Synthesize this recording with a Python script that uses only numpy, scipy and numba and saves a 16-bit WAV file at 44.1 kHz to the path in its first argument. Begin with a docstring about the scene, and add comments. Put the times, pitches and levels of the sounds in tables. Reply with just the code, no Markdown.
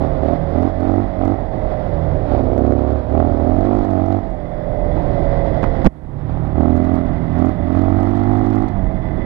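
"""On a sandy track, inside the helmet of a rider on a single-cylinder four-stroke trail bike.
The throttle is blipped, held and shut. Periodic gas pulses excite resonances: the airbox booms and the
exhaust barks. Valves chatter, gears whine, loose parts tick, and turbulent air buffets the shell.
Midway the visor is knocked shut with sharp cracks; the microphone overloads, its gain ducks and recovers."""
import sys
import numpy as np
from scipy import signal
from scipy.fft import rfft, irfft
from scipy.io import wavfile
from scipy.ndimage import uniform_filter1d
from numba import njit

SR = 44100
rng = np.random.default_rng(int(sys.argv[2]) if len(sys.argv) > 2 else 0)


def materialize(psi):
    """Save the field psi as 16-bit PCM at rate SR to the path in sys.argv[1].

    A 1-D psi becomes a single channel; in a 2-D psi each row is a channel.
    """
    bounded = np.clip(np.atleast_2d(psi).T, -1, 1)
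    quanta = np.round(bounded * 32767).astype(np.int16)
    wavfile.write(sys.argv[1], SR, quanta)


N = 407925
TIME = np.arange(N) / SR


# spectra of the airbox and of the intake valve's thump: f/Hz, level/dB
AIRBOX = [(20, -40), (42, -26), (72, 20.5), (100, 17), (125, 3.5), (160, -10.5), (210, -12.5), (400, -59.5),
          (4000, -110)]
THUMP = [(100, -23.5), (190, -19.5), (280, -7), (360, -7), (600, -2.5), (900, -22), (3000, -56.5),
         (10000, -94.5)]
def intake(cycle, firing_hz, boom_db, note_db):
    """Cavity resonance: a gulp of air per cycle drives the airbox; the valve's thump fades with speed."""
    gulp = strokes(cycle, place=.1, jitter=.002, scatter_db=.7)
    suction = -strokes(cycle, place=-.11, jitter=.004, scatter_db=2.5)
    boom = unit(colour(gulp, AIRBOX, tail=.026)) * undb(boom_db - 2.3)
    thump_db = note_db - 5.5 - 1.24 * (firing_hz - 36)
    return boom + unit(colour(suction, THUMP, tail=.065)) * undb(thump_db)


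# pressure pulses within one engine cycle: place/cycles, relative strength
PULSES = [(-.08, -.4), (.135, .68), (.32, 1)]
# spectra of the pipe's note and of the turbulent gas in it: f/Hz, level/dB
PIPE = [(90, -22), (150, -8), (205, -6.5), (250, 4.5), (305, 1), (360, 6.5), (440, -9.5), (700, -49),
        (5000, -110)]
GROWL = [(110, -19.5), (190, -4), (280, 1), (370, 0.5), (460, -13), (900, -39.5), (5000, -92)]
def exhaust_note(cycle, firing_hz, note_db, tuned_hz=47.07, pipe_share=.55):
    """Pipe resonance: a group of pressure pulses sounds the note, and turbulent gas adds a growl."""
    # the pipe's echo time holds the pulses apart, so the strongest partials climb slower than the revs
    stretch = (firing_hz / tuned_hz) ** pipe_share - 1
    group = sum(size * strokes(cycle + (PULSES[-1][0] - place) * stretch, place, .002, scatter_db=.9)
                for place, size in PULSES)
    note = unit(colour(group, PIPE, tail=.088))
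    growl = unit(colour(puffs(cycle, place=.1, decay=.3), GROWL))
    return (note + growl * undb(-17.5)) * undb(note_db)


# spectra of each blast's rasp, its higher bite and its hiss: f/Hz, level/dB
RASP = [(250, -14.5), (440, -4.5), (560, 7), (740, 9), (830, -3), (920, -23), (1250, -24.5), (1600, -30),
        (2600, -43), (6000, -77.5), (15000, -100)]
BITE = [(500, -29.5), (950, -5.5), (1100, 1), (1300, 0.5), (1480, -10.5), (1700, -21), (3000, -36),
        (12000, -80)]
SPIT = [(900, -14.5), (2000, 5), (4000, 0.5), (7000, -12.5), (14000, -23.5)]
def exhaust_rasp(cycle, firing_hz, note_db, rasp_db, detune=.045):
    """Source and filter: blasts excite upper resonances that wander with the gas's heat and flow."""
    blasts = unit(sum(size ** 3 * strokes(cycle, place, .0018, scatter_db=1.5) for place, size in PULSES))
    gas = unit(puffs(cycle, place=.25, decay=.16))
    spectra = [[(hz * ratio, db) for hz, db in RASP] for ratio in (1 - detune, 1 + detune)]
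    low, high = (unit(colour(blasts + .13 * gas, spectrum, tail=.5)) for spectrum in spectra)
    drift = np.clip(.5 + .4 * walk(7), 0, 1)
    rasp = unit(low * (1 - drift) + high * drift) * undb(rasp_db)
    spit = unit(colour(puffs(cycle, place=.31, decay=.05), SPIT)) * undb(rasp_db - 47)
    # faster gas flow at high revs strengthens the bite
    bite_db = (note_db + rasp_db) / 2 - 18.5 + .31 * (firing_hz - 47.5)
    return rasp + spit + unit(colour(blasts + gas / 10, BITE)) * undb(bite_db)


# throttle twists: t open/s, t released/s, opening (0-1), rise/s, fall/s, extra note/dB, extra rasp/dB
TWISTS = [(0, 0.06, 1, .07, 0.047, -2, -1.5), (0.238, 0.332, 0.87, .07, 0.063, 0.5, 3),
          (0.561, 0.672, 0.98, .08, .08, 1.5, -1), (0.812, 0.992, 0.89, .07, 0.11, 3, 0.5),
          (1.232, 1.315, 0.77, .08, .07, 5.5, 3), (2.322, 2.36, 0.87, .05, .075, 0.5, 3),
          (2.39, 2.503, 0.76, .07, .075, 0.5, -1), (2.526, 2.926, 0.92, .1, 0.18, -1, -2),
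          (2.937, 3.13, 0.35, .07, .075, -2.5, 0.5), (3.146, 3.268, 0.97, .07, 0.087, 1, 3.5),
          (3.271, 3.461, 0.81, .07, .075, 3, 2.5), (3.455, 3.849, 0.83, .07, .075, 2, -3.5),
          (3.836, 4.176, 0.81, .07, .075, 1, 2), (6.301, 6.565, 0.47, .07, .075, -2, 1),
          (6.587, 6.984, 0.96, .09, 0.18, 1, -1), (7.023, 7.364, 0.45, .07, .075, 6, -7.5),
          (7.405, 7.485, 0.94, .09, .075, 1.5, -1), (7.7, 8.638, 0.93, .11, 0.11, .5, -2.5)]
def throttle(slowness=1):
    """Trapezoidal envelopes: each twist opens, holds and closes; slowness stretches the rise."""
    twists = [np.interp(TIME, [on - slowness * rise, on, off, off + fall], [0, opening, opening, 0])
              for on, off, opening, rise, fall, *_ in TWISTS]
    return np.clip(np.max(twists, axis=0), 0, 1)


# response to the throttle: opening (0-1), boom level/dB, note level/dB, rasp level/dB
RESPONSE = [(0, -38.5, -38.5, -50.5), (0.5, -21, -30, -35), (0.999, -17.5, -19.5, -25.5)]
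def engine(cycle, firing_hz, load, bark_s=.18):
    """Amplitude modulation by the throttle: boom and note swell first, then a fresh twist barks."""
    openings, booms, notes, rasps = np.transpose(RESPONSE)
    uneven_burn_db = walk(18)
    swell = throttle(slowness=1.5)
    extras = curves(sorted((s, *twist[-2:]) for twist in TWISTS for s in twist[:2]))
    extra_note_db, extra_rasp_db = (lag(db * load, .01) for db in extras)
    bark_db = 4 * np.maximum(load - lag(load, bark_s), 0)
    boom_db = np.interp(swell, openings, booms) + uneven_burn_db
    note_db = np.interp(swell, openings, notes) + uneven_burn_db + extra_note_db
    rasp_db = np.interp(load, openings, rasps) + uneven_burn_db + extra_rasp_db + bark_db
    exhaust = exhaust_note(cycle, firing_hz, note_db) + exhaust_rasp(cycle, firing_hz, note_db, rasp_db)
    return exhaust + intake(cycle, firing_hz, boom_db, note_db)


# gear tones: multiple of the firing rate, level/dB
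GEAR_ORDERS = [(6, -5), (10, -7), (12, -4), (13, -12), (14, 1), (15, -8), (16, -2), (17, -7), (18, -7),
               (20, -13)]
# their radiation by the engine case: f/Hz, gain/dB
CASE_RADIATION = [(230, -2.5), (420, -3.5), (560, 2), (660, 4), (800, -3.5), (1000, -7)]
# strength of the whine: t/s, level/dB
WHINE = [(0, -29), (1.3, -34), (1.65, -28), (2.1, -33), (2.8, -32), (3.7, -27), (4.4, -36), (4.75, -30),
         (5.3, -25.5), (5.7, -26), (6.4, -40.5), (6.8, -27), (7.2, -33.5), (8.3, -26), (8.8, -31.5),
         (9.25, -33.5)]
def gears(cycle):
    """Gear meshing: fluttering harmonics of the firing rate radiate through the case."""
    mesh = harmonics(cycle, GEAR_ORDERS) * (1 + .23 * walk(90))
    return unit(colour(mesh, CASE_RADIATION)) * undb(curves(WHINE)[0])


# machinery: t/s, then relative level/dB of frame hum, case chatter and chain ring
MACHINERY = [(0, -24, -26, -53.5), (1.2, -34, -29, -49.5), (1.5, -50.5, -32, -51), (1.7, -39.5, -26.5, -50),
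             (2.05, -24, -24, -52.5), (2.8, -51.5, -26.5, -64.5), (3.7, -28, -33.5, -53.5),
             (4.4, -38.5, -37, -54), (4.7, -34, -26.5, -50), (5.1, -27, -29.5, -46.5),
             (5.6, -27, -24.5, -44.5), (6.4, -26.5, -41, -61), (6.8, -34.5, -30.5, -50),
             (7.2, -26.5, -37.5, -49.5), (8.3, -44, -33, -48), (8.75, -30.5, -37, -52),
             (9.25, -34.5, -33, -44.5)]
# spectra of the case, the tapped drive and the drive's narrow resonances: f/Hz, level/dB
CASE = [(200, -32.5), (450, -12.5), (560, 9.5), (720, 0.5), (930, -25), (1300, -30.5), (1700, -23),
        (2500, -50.5), (12000, -92)]
DRIVE_RING = [(1400, -33), (1850, 0.5), (2020, -2), (2150, -18), (2400, -32), (3200, -25.5), (3480, -15),
              (3750, -34), (7000, -56)]
DRIVE_TONES = [(1200, -39), (1750, -13.5), (1900, -10), (2000, 1.5), (2090, -7.5), (2200, -24), (3250, -34),
               (3450, -15), (3620, -32), (4600, -41), (5000, -30.5), (5400, -45.5), (7000, -70.5)]
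# low tones of the frame: multiple of the firing rate, level/dB
FRAME_ORDERS = [(1, -17), (2, 4), (3, -2), (4, 0)]
def machinery(cycle, load):
    """Forced vibration: valve taps ring the case and the chain drive, and the frame hums."""
    hum_db, case_db, chain_db = curves(MACHINERY)
    taps = sum(strokes(cycle, place, jitter=.002, scatter_db=2.5) for place in (.06, .37, .55, .83))
    chatter = unit(colour(unit(taps) + .6 * noise(), CASE)) * undb(case_db - 4.5 - 3 * load)
    whirr = unit(colour(taps, DRIVE_RING)) * undb(chain_db - 5.5)
    # the frame stands out most when the wheel drives the engine
    hum = harmonics(cycle, FRAME_ORDERS) * undb(hum_db - 2 * load)
    # the crank turns twice a firing; its partials slide through the narrow resonances
    crank = unit(strokes(2 * cycle, place=.78, jitter=.0025, scatter_db=3))
    ring = unit(colour(crank + .8 * noise(), DRIVE_TONES)) * undb(chain_db - 2)
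    return chatter + whirr + hum + ring


# knocks on helmet and visor: t/s, thud level/dB, clack level/dB
KNOCKS = [(5.63, -18, -9.5), (5.640, -19.5, -11), (5.846, -16, -12.5), (5.855, -10, -9.5),
          (5.861, -5, -0.5), (5.867, 7, 5.5)]
# modes of the helmet: f/Hz, T60/s, level/dB
HELMET_MODES = [(59.4, 0.083, 1.5), (224, 0.037, 9.5), (330, 0.037, -10.5), (556, 0.027, -2),
                (820, 0.011, 0.5), (1083, 0.032, -18.5), (1940, 0.0028, -32)]
# spectrum of scraping plastic: f/Hz, level/dB
CLACK = [(300, 10), (900, 13.5), (2000, -6.5), (5000, -27), (14000, -59)]
def visor_knocks(clack_s=.0029):
    """Damped modes: gloved knocks ring the shell and its trapped air, each with a plastic clack."""
    times, thud_db, clack_db = np.transpose(KNOCKS)
    t = TIME[:SR // 4]
    ring = sum(undb(db - 60 * t / t60) * np.sin(2 * np.pi * hz * t) for hz, t60, db in HELMET_MODES)
    contact = signal.windows.hann(SR // 1500)
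    thud = np.convolve(ring, contact / contact.sum())
    thuds = signal.fftconvolve(impulses(times, undb(thud_db)), thud)[:N]
    scrape = signal.fftconvolve(impulses(times, undb(clack_db)), np.exp(-t / clack_s))[:N]
    return thuds + colour(scrape * noise(), CLACK)


# change made by the shut visor: f/Hz, gain/dB
VISOR = [(40, 0.5), (90, 0), (140, 3.5), (200, 3.5), (280, 0.5), (340, 0), (440, -5), (780, -2), (1100, 1),
         (1450, 1), (3000, 0.5), (5000, -2.5), (10000, 0)]
def through_visor(outside, shut_s=5.87):
    """Transmission through a panel: sound enters freely at first, then through the shut visor."""
    shut = lag(1. * (TIME > shut_s), .01)
    return outside * (1 - shut) + colour(outside, VISOR, tail=0) * shut


# air over the helmet: t/s, then relative level/dB of buffeting and rush
AIRFLOW = [(0, -24.5, -53.5), (1.05, -26.5, -56), (1.45, -28, -56.5), (1.8, -23, -54), (2.25, -24, -54.5),
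           (2.35, -20.5, -52), (2.47, -20.5, -57.5), (2.85, -31, -56.5), (3.25, -21.5, -57),
           (3.65, -24.5, -55.5), (4.4, -30.5, -59), (4.68, -27.5, -59), (5, -22, -52.5),
           (5.6, -20.5, -51.5), (6.45, -26, -58), (6.8, -28, -56.5), (7.4, -24.5, -55.5), (8.2, -26, -55.5),
           (8.8, -25, -58), (9.25, -23, -57)]
# spectra of the buffeting and the rush: f/Hz, level/dB
BUFFET = [(12, -16), (36, 4.5), (60, -5.5), (110, -7.5), (180, -14), (300, -12), (450, -17.5), (800, -22.5),
          (2000, -82), (10000, -115)]
RUSH = [(400, -9.5), (700, 17.5), (1100, 7.5), (1600, -0.5), (2050, -4), (2250, -7.5), (2800, -15.5),
        (3400, -13.5), (3900, -16.5), (4550, -20.5), (5050, -21.5), (5600, -29.5), (6500, -35.5),
        (14000, -61)]
def wind(load, treble_hz=2900):
    """Turbulence: eddies thump the helmet; air and tyres rush through its shell, brighter when louder."""
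    buffet_db, rush_db = curves(AIRFLOW)
    rush_db += 2.5 * load  # the driven tyre adds to the rush
    buffet = unit(colour(noise(), BUFFET)) * undb(buffet_db + 1.5 - 3.2 * load + 1.4 * walk(16))
    air = noise()
    treble = signal.sosfiltfilt(signal.butter(4, treble_hz, "high", fs=SR, output="sos"), air)
    air += treble * (undb(.22 * (rush_db + 57.5)) - 1)
    return buffet + unit(colour(air, RUSH)) * undb(rush_db + 18 + walk(45))


# ticks of loose parts, and sharp cracks of the knocks on the visor (5.6-5.9 s): t/s, relative level/dB
TICKS_AND_CRACKS = [(0.283, -55), (.6251, -52), (.918, -50), (.959, -55), (1.253, -49), (1.2779, -48),
                    (2.58, -48.5), (2.666, -49), (2.7229, -51), (3.144, -57), (3.2, -55), (3.652, -53),
                    (3.788, -50.5), (3.848, -54), (3.906, -52), (4.0623, -51), (4.0827, -51), (4.125, -46),
                    (4.307, -56), (4.351, -61), (5.6283, -59), (5.639, -58), (5.8466, -38), (5.863, -27),
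                    (5.866, -31), (6.704, -55), (6.765, -52), (6.94, -50), (6.955, -51), (7.389, -48),
                    (7.458, -48), (7.485, -52), (7.771, -54), (7.791, -50), (8.0037, -52), (8.0311, -45.5),
                    (8.093, -54), (8.108, -52), (8.169, -53), (8.235, -53), (8.3285, -55), (8.3916, -56),
                    (8.464, -49.5), (8.5031, -50), (8.537, -55), (8.5561, -51), (8.688, -52.5)]
# spectrum of a tick or crack: f/Hz, level/dB
IMPACT_SPECTRUM = [(800, -5.5), (2000, -1.5), (3500, -4), (6000, -10), (8000, -17.5), (14000, -24)]
def ticks_and_cracks(buzz_s=.0014):
    """Hard impacts are broadband: loose parts tick and the knocked visor cracks, each with a short buzz."""
    times, db = np.transpose(TICKS_AND_CRACKS)
    hits = impulses(times, undb(db + 27.5))
    buzz = signal.fftconvolve(hits, np.exp(-TIME[:SR // 20] / buzz_s))[:N] * noise()
    return colour(hits + undb(-12) * buzz, IMPACT_SPECTRUM)


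# how hard the ground shakes the loose parts: t/s, relative level/dB
SHAKE = [(0, -71), (.92, -60), (1.3, -63), (2.25, -65), (2.34, -58), (2.45, -63), (2.65, -64.5), (3.1, -63),
         (3.65, -59), (4.1, -56), (4.3, -63), (6.55, -67), (6.75, -59.5), (7.1, -67), (7.45, -58),
         (7.7, -64), (8.05, -57), (8.25, -58), (8.5, -57.5), (8.7, -51)]
# spectrum of their rattle: f/Hz, level/dB
RATTLE = [(1500, -9.5), (4000, 27.5), (7000, 13.5), (12000, 5.5), (16000, -16)]
def rattle(cycle, load, chances_per_s=260, rub_s=.002):
    """Intermittent contact: loose parts scratch faintly, in spurts, when the engine pulls hard."""
    when, chance, size, place = rng.random((int(chances_per_s * N / SR), 4)).T
    i = (when * N).astype(int)
    heard = chance < .35 * load[i] ** 4 * undb(5 * walk(5)[i])
    level_db = curves(SHAKE)[0][i] - 4 * np.log(.06 + size)
    shaken_at = np.floor(cycle[i]) + .3 + .45 * (place - .5)  # bunched in one part of the cycle
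    times = np.interp(shaken_at, cycle, TIME, left=N / SR)
    fade = np.exp(-TIME[:SR // 20] / rub_s)
    rubs = signal.fftconvolve(impulses(times, heard * undb(level_db)), fade / np.linalg.norm(fade))[:N]
    return colour(rubs * noise(), RATTLE)


def strokes(cycle, place, jitter, scatter_db):
    """Quasi-periodic pulse train: one uneven pulse per cycle; place and jitter are in cycles."""
    count = int(cycle[-1]) + 1
    timing, strength = rng.standard_normal((count, 2)).T
    times = np.interp(np.arange(count) + place + jitter * timing, cycle, TIME, left=N / SR, right=N / SR)
    return impulses(times, undb(scatter_db * strength))


def puffs(cycle, place, decay):
    """Modulated noise: one exponentially fading burst per cycle; place and decay are in cycles."""
    return noise() * np.exp(-((cycle - place) % 1) / decay)


def harmonics(cycle, orders):
    """Harmonic series on the firing rate, each partial wavering in level and phase."""
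    return sum(undb(db + 1.8 * walk(8)) * np.sin(2 * np.pi * (k * cycle + rng.random()) + .25 * walk(14))
               for k, db in orders)


def impulses(times, sizes):
    """Impulses at the given times, each shared between two samples."""
    at = np.clip(np.asarray(times) * SR, 0, N)
    i = at.astype(int)
    return (np.bincount(i, sizes * (1 - at + i), N + 2) + np.bincount(i + 1, sizes * (at - i), N + 2))[:N]


def colour(x, points, tail=.98, size=8192):
    """Filter by (f/Hz, gain/dB) points: tail 1 is minimum phase and rings on, 0 is zero phase."""
    hz, db = np.transpose(points)
    bins = np.maximum(np.arange(size // 2 + 1) * SR / size, 1)
    cepstrum = irfft(np.log(undb(np.interp(np.log(bins), np.log(hz), db))))
    cepstrum[1:size // 2] *= 2
    cepstrum[size // 2 + 1:] = 0
    log_gain = rfft(cepstrum)
    response = np.roll(irfft(np.exp(log_gain.real + 1j * tail * log_gain.imag)), size // 2)
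    return signal.fftconvolve(x, response)[size // 2:size // 2 + N]


def noise():
    """White noise."""
    return rng.standard_normal(N)


def walk(rate_hz):
    """Slow fluctuation of rms 1: random levels, each held for one period and smoothed twice."""
    hold = int(SR / rate_hz)
    held = rng.standard_normal(4096)[np.arange(N) // hold]
    return unit(uniform_filter1d(uniform_filter1d(held, hold), hold))


def lag(x, lag_s):
    """First-order relaxation towards x."""
    keep = np.exp(-1 / (lag_s * SR))
    return signal.lfilter([1 - keep], [1, -keep], x)


def curves(table):
    """Linear interpolation of each column in time."""
    times, *columns = np.transpose(table)
    return [np.interp(TIME, times, column) for column in columns]


def undb(db):
    """Decibels to amplitude ratio."""
    return 10 ** (np.asarray(db) / 20)


def unit(x):
    """Normalisation to rms 1."""
    return x / np.sqrt(np.mean(x ** 2))


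# engine speed: t/s, firing rate/Hz
FIRING_RATE = [(0.0, 38.77), (0.21, 37.11), (0.33, 41.11), (0.53, 39.03), (0.71, 47.32), (0.8, 43.32),
               (1.03, 50.07), (1.2, 44.02), (1.33, 48.47), (1.61, 44.19), (1.81, 43.9), (2.18, 36.08),
               (2.3, 35.5), (2.49, 31.48), (2.64, 35.19), (2.77, 34.84), (2.94, 37.1), (3.07, 35.14),
               (3.23, 42.03), (3.4, 38.87), (3.69, 49.98), (3.76, 51.35), (3.98, 45.71), (4.21, 49.03),
               (4.4, 41.95), (4.67, 43.04), (5.53, 39.12), (6.21, 35.49), (6.38, 39.97), (6.49, 36.91),
               (6.61, 39.91), (6.89, 43.35), (7.27, 40.15), (7.51, 44.04), (7.63, 41.02), (7.78, 45.19),
               (8.37, 51.44), (8.68, 52.72), (8.85, 45.5), (9.25, 45.39)]
# transfer to the left channel: f/Hz, gain/dB
LEFT_CHANNEL = [(30, -22.5), (110, -17), (280, -24), (500, -29), (750, -31.5), (1200, -34.5), (2500, -41.5),
                (12000, -58)]
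def scene():
    """Superposition at one microphone on the right; the left carries a faint dull copy and the knocks."""
    load = throttle()  # 0 = shut, 1 = pulling
    firing_hz = curves(FIRING_RATE)[0]
    cycle = np.cumsum(firing_hz) / SR + .45
    bike = engine(cycle, firing_hz, load) + gears(cycle) + machinery(cycle, load) + rattle(cycle, load)
    knocks = visor_knocks()
    mic = undb(5.5) * (through_visor(bike + wind(load)) + knocks + ticks_and_cracks())
    dull_knocks = colour(knocks, [(200, -12), (400, -17), (1500, -47)])
    return np.array([colour(mic, LEFT_CHANNEL) + dull_knocks, mic])


@njit
def duck(over_db, attack_s, release_db_per_s):
    """Automatic gain control: the cut in dB lags behind the peak excess and releases at a steady rate."""
    cut_db, held, cut = np.empty(len(over_db)), 0., 0.
    for i in range(len(over_db)):
        held = max(held - release_db_per_s / SR, over_db[i], 0.)
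        cut += (held - cut) / (attack_s * SR)
        cut_db[i] = cut
    return cut_db


# preamplifier hiss: f/Hz, level/dB
HISS = [(1000, 2.5), (11500, 0.5), (15000, -19)]
def record(dry, ceiling=.96, top_hz=15600):
    """Saturation: a sudden knock outruns the gain control and clips softly; hiss and a low-pass follow."""
    over_db = 20 * np.log10(np.abs(dry).max(axis=0) + 1e-9) - 1.5
    ducked = dry * undb(-duck(over_db, attack_s=.011, release_db_per_s=44.5))
    clipped = ceiling * ducked / (1 + (ducked / ceiling) ** 6) ** (1 / 6)
    hiss = np.array([undb(db) * colour(noise(), HISS) for db in (-72, -84)])
    return signal.sosfilt(signal.ellip(8, .2, 70, top_hz, fs=SR, output="sos"), clipped + hiss)


dry = scene()
out = record(dry)
materialize(out)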